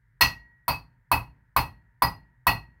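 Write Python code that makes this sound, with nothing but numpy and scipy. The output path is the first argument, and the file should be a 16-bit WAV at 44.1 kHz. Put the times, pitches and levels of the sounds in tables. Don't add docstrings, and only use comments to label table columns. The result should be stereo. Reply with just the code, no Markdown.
import sys
import numpy as np
from scipy import signal
from scipy.fft import rfft, irfft, next_fast_len
from scipy.io import wavfile

SR = 44100
rng = np.random.default_rng(int(sys.argv[2]) if len(sys.argv) > 2 else 0)


def pcm_store(signal):
    levels = np.round(np.clip(np.atleast_2d(signal), -1, 1) * 32767)
    wavfile.write(sys.argv[1], SR, levels.astype(np.int16).T)


N = 123479
T = np.arange(SR) / SR
KNOCK_RISE_S = 0.0009

# freq_hz, likeness
STEREO_LIKENESS = [(50, 1), (150, -0.33), (500, .35), (1500, 0.13), (4000, -1.3), (12000, -0.41)]
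# freq_hz, level_db
ECHO_SPECTRUM = [(25, -51), (45, -11.5), (140, -10.5), (205, -18), (270, -17.5), (380, -19), (600, -13.5),
                 (750, -5.5), (940, 0.5), (1200, -6), (1550, -17), (2400, -14.5), (3300, -25.5),
                 (4500, -21), (5600, -25.5), (7200, -40.5), (8200, -27.5), (8550, -37.5), (8900, -31),
                 (11000, -21.5), (12200, -22), (14000, -18.5), (15600, -20.5)]


def amp(db):
    return 10 ** (np.asarray(db) / 20)


def curve(points, hz):
    freqs, values = np.transpose(points)
    return np.interp(np.log(hz + 1), np.log(freqs + 1), values)


def filtered(x, response):
    n = x.shape[-1]
    padded = next_fast_len(n + SR // 4)
    return irfft(rfft(x, padded) * response(np.fft.rfftfreq(padded, 1 / SR)), padded)[..., :n]


def decay(t60_s, t=T):
    return np.exp(-np.log(1000) * t / t60_s)


def attack(rise_s):
    return 1 - np.exp(-T / rise_s)


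def add(out, start_s, sound):
    part = out[:, round(start_s * SR):][:, :sound.shape[-1]]
    part += sound[..., :part.shape[-1]]


def stereo_angle(hz):
    return np.arccos(np.clip(curve(STEREO_LIKENESS, hz), -1, 1))


def noise(spectrum, size=SR):
    def colour(hz):
        width = stereo_angle(hz) / 2
        return amp(curve(spectrum, hz)) * [np.cos(width), np.sin(width)]
    mid, side = filtered(rng.standard_normal((2, size)), colour)
    pair = np.array([mid + side, mid - side])
    return pair / np.sqrt(np.mean(pair ** 2) + 1e-20)


def mode(hz, t60_s, rise_s, flutter=0, flutter_hz=75.44):
    knots = rng.standard_normal((4, 200))
    drift = np.array([np.interp(T * flutter_hz, np.arange(len(row)), row) for row in knots])
    envelope = decay(t60_s) * attack(rise_s)
    steady = np.exp([[0], [-1j * stereo_angle(hz)]])
    ring = envelope * (steady + flutter * (drift[:2] + 1j * drift[2:]))
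    ring *= np.linalg.norm(envelope) / np.linalg.norm(ring, axis=1, keepdims=True)
    return np.sqrt(2) * (ring * np.exp(2j * np.pi * hz * T)).imag


def room_tone():
    # freq_hz, level_db
    rumble = [(20, -29), (45, -1.5), (64, -10.5), (90, -12), (118, 5), (150, -7), (210, -24.5), (500, -36),
              (2000, -59)]
    # freq_hz, level_db
    hiss = [(300, -18), (700, -22.5), (840, -17), (930, -4), (1080, -16), (1400, -3), (1800, 4),
            (2150, -5.5), (2550, -22.5), (6000, -28), (15000, -29)]
    return amp(-59.5) * noise(rumble, N) + amp(-70) * noise(hiss, N)


def knock():
    # pitch_hz, level_db, t60_s
    modes = [(999, -2, 0.042), (1103, -9, .04), (858, -26.5, 0.038), (1393, -15.5, 0.045)]
    detune = 1 + rng.normal(0, 0.032)
    return sum(amp(db) * mode(hz * detune, t60, KNOCK_RISE_S) for hz, db, t60 in modes)


def crack():
    # freq_hz, level_db
    spectrum = [(1500, -9), (4000, -4.5), (7000, -20.5), (11000, -4), (14000, -1.5), (16000, -4)]
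    return amp(-9) * noise(spectrum) * decay(t60_s=0.036) * attack(rise_s=0.0011)


def cup_ring(rim_db, family_db, rise_s=0.013):
    family_hz = [1850, 2600, 2693, 4290, 4630, 4900, 5970]
    # pitch_hz, level_db, t60_s
    wall_modes = [(1928, -18.5, .22), (1966, -31.5, 0.24), (2573, -14.5, 0.19), (2657, -22, .18),
                  (2717, -21.5, 0.11), (2795, -28.5, .24), (2936, -27, 0.12), (3310, -35.5, .17),
                  (3548, -36, 0.18), (4285, -25, .25), (4327, -13.5, 0.13), (4640, -32, 0.2),
                  (4770, -31, 0.17), (4670, -30.5, 0.21), (4898, -19.5, .18), (5975, -36, 0.19)]
    # pitch_hz, level_db, t60_s, db_per_rim_db
    rim_modes = [(1905, -48, 0.91, 1), (2200, -74.5, .7, 1.78), (2835, -62, 0.26, 2.08)]
    wall = 0
    for hz, db, t60 in wall_modes:
        gain = amp(db + np.interp(hz, family_hz, family_db))
        detune = 1 + rng.normal(0, 0.0018)
        wall += gain * mode(hz * detune, t60, rise_s, flutter=1.5)
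    rim = sum(amp(db + growth * rim_db) * mode(hz, t60, rise_s, flutter=0.15)
              for hz, db, t60, growth in rim_modes)
    return wall + rim


def early_reflections(common_echo, decay_scatter, clang_db):
    # freq_hz, power_share
    repeating = [(100, 0.43), (1200, 0.68), (4000, .4), (14000, 0.13)]
    # freq_hz, db_per_clang_db
    clang_reach = [(1000, -0.5), (1800, 1), (3400, 2), (6500, 2.5), (10000, 0.54)]
    # freq_hz, depth
    scatter_depth = [(1200, 0.19), (3000, .8), (8000, 2), (11000, 2), (15000, 1.1)]
    # freq_hz, t60_s
    room_decay = [(50, 0.18), (140, 0.57), (350, 0.22), (950, 0.21), (2500, 0.2), (6000, 0.21),
                  (14000, 0.16)]
    # freq_hz, rise_s
    room_rise = [(100, .012), (1000, 0.0096), (4000, .003), (14000, 0.0009)]
    share = lambda hz: curve(repeating, hz)
    echo = filtered(common_echo, lambda hz: np.sqrt(share(hz)))
    echo += filtered(noise(ECHO_SPECTRUM), lambda hz: np.sqrt(1 - share(hz)))
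    hz, t, bands = signal.stft(echo, SR, nperseg=512)
    depth = curve(scatter_depth, hz)
    band_db = clang_db * curve(clang_reach, hz) + depth * rng.standard_normal(len(hz))
    t60 = curve(room_decay, hz) * np.exp(0.07 * depth * decay_scatter)
    build_up = 1 - np.exp(-(t + t[1] / 2) / curve(room_rise, hz)[:, None])
    bands = bands * amp(band_db)[:, None] * build_up * decay(t60[:, None], t)
    return amp(-7.5) * signal.istft(bands, SR)[1][:, :SR] * attack(KNOCK_RISE_S)


def room_tail():
    # freq_hz, level_db
    spectrum = [(30, -11.5), (55, 7.5), (130, 0), (200, -10), (270, -3.5), (400, -17.5), (700, -14.5),
                (850, -14.5), (930, 1.5), (1020, -15), (1400, -21), (2500, -21), (4000, -41.5),
                (12000, -56)]
    return amp(-41.5) * noise(spectrum) * decay(t60_s=0.8) * attack(KNOCK_RISE_S)


def block_thump():
    # pitch_hz, level_db, t60_s
    modes = [(47.4, -31.5, 0.31), (56.4, -40.5, 0.69), (70.5, -29, 0.32), (117.7, -23, 0.33),
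             (153.3, -23.5, 0.29), (260.4, -25, 0.15), (292, -32, 0.26)]
    return sum(amp(db) * mode(hz * (1 + rng.normal(0, 0.02)), t60, rise_s=0.0067, flutter=0.46)
               for hz, db, t60 in modes)


def scene():
    # start_s, force_db, knock_db, clang_db, rim_db, then seven family_db for the wall, low to high
    blows = [(0.209, -1, -4.5, 4.5, 13, 13.5, 6, 9.5, 10, -3, 2.5, 15),
             (0.6803, -5, -2, 0.5, -11, -13.5, 2, -19.5, 1, 12, -3, -17),
             (1.1155, -1.5, 0.5, -1, -10, -7.5, 4.5, -6.5, -4, -7.5, -6, -6.5),
             (1.5637, -1.5, 0, 0, 0, -3, -1.5, -5, -3, -17.5, -4.5, -8.5),
             (2.0209, -2, 1, -1, 0.5, 3.5, -11.5, -12, -3, -6.5, 6, -6),
             (2.468, -0.5, -1.5, 0, 3, 6, 5.5, 5.5, 2.5, -10.5, -9, -4.5)]
    out = room_tone()
    common_echo = noise(ECHO_SPECTRUM)
    decay_scatter = rng.standard_normal(257)
    for start_s, force_db, knock_db, clang_db, rim_db, *family_db in blows:
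        hit = amp(knock_db) * knock() + crack() + cup_ring(rim_db, family_db)
        reverb = early_reflections(common_echo, decay_scatter, clang_db) + room_tail()
        add(out, start_s, amp(force_db) * (hit + reverb))
        add(out, start_s + 0.006, amp(force_db) * block_thump())
    return out


def record(dry):
    # freq_hz, gain_db
    right_eq = [(50, 0.5), (130, -11), (400, -7.5), (1000, -17), (1900, -14.5), (4500, -14), (8000, -10),
                (14000, -13.5)]
    low_cut_hz, high_cut_hz, ceiling = 43, 16000, 1.05
    right = filtered(dry[1], lambda hz: amp(curve(right_eq, hz)))
    low_cut = signal.butter(4, low_cut_hz, 'highpass', fs=SR, output='sos')
    pair = signal.sosfilt(low_cut, np.array([dry[0], right]))
    saturated = pair / (1 + (pair / ceiling) ** 4) ** (1 / 4)
    return filtered(saturated, lambda hz: 1 / (1 + (hz / high_cut_hz) ** 120))


dry = scene()
out = record(dry)
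pcm_store(out)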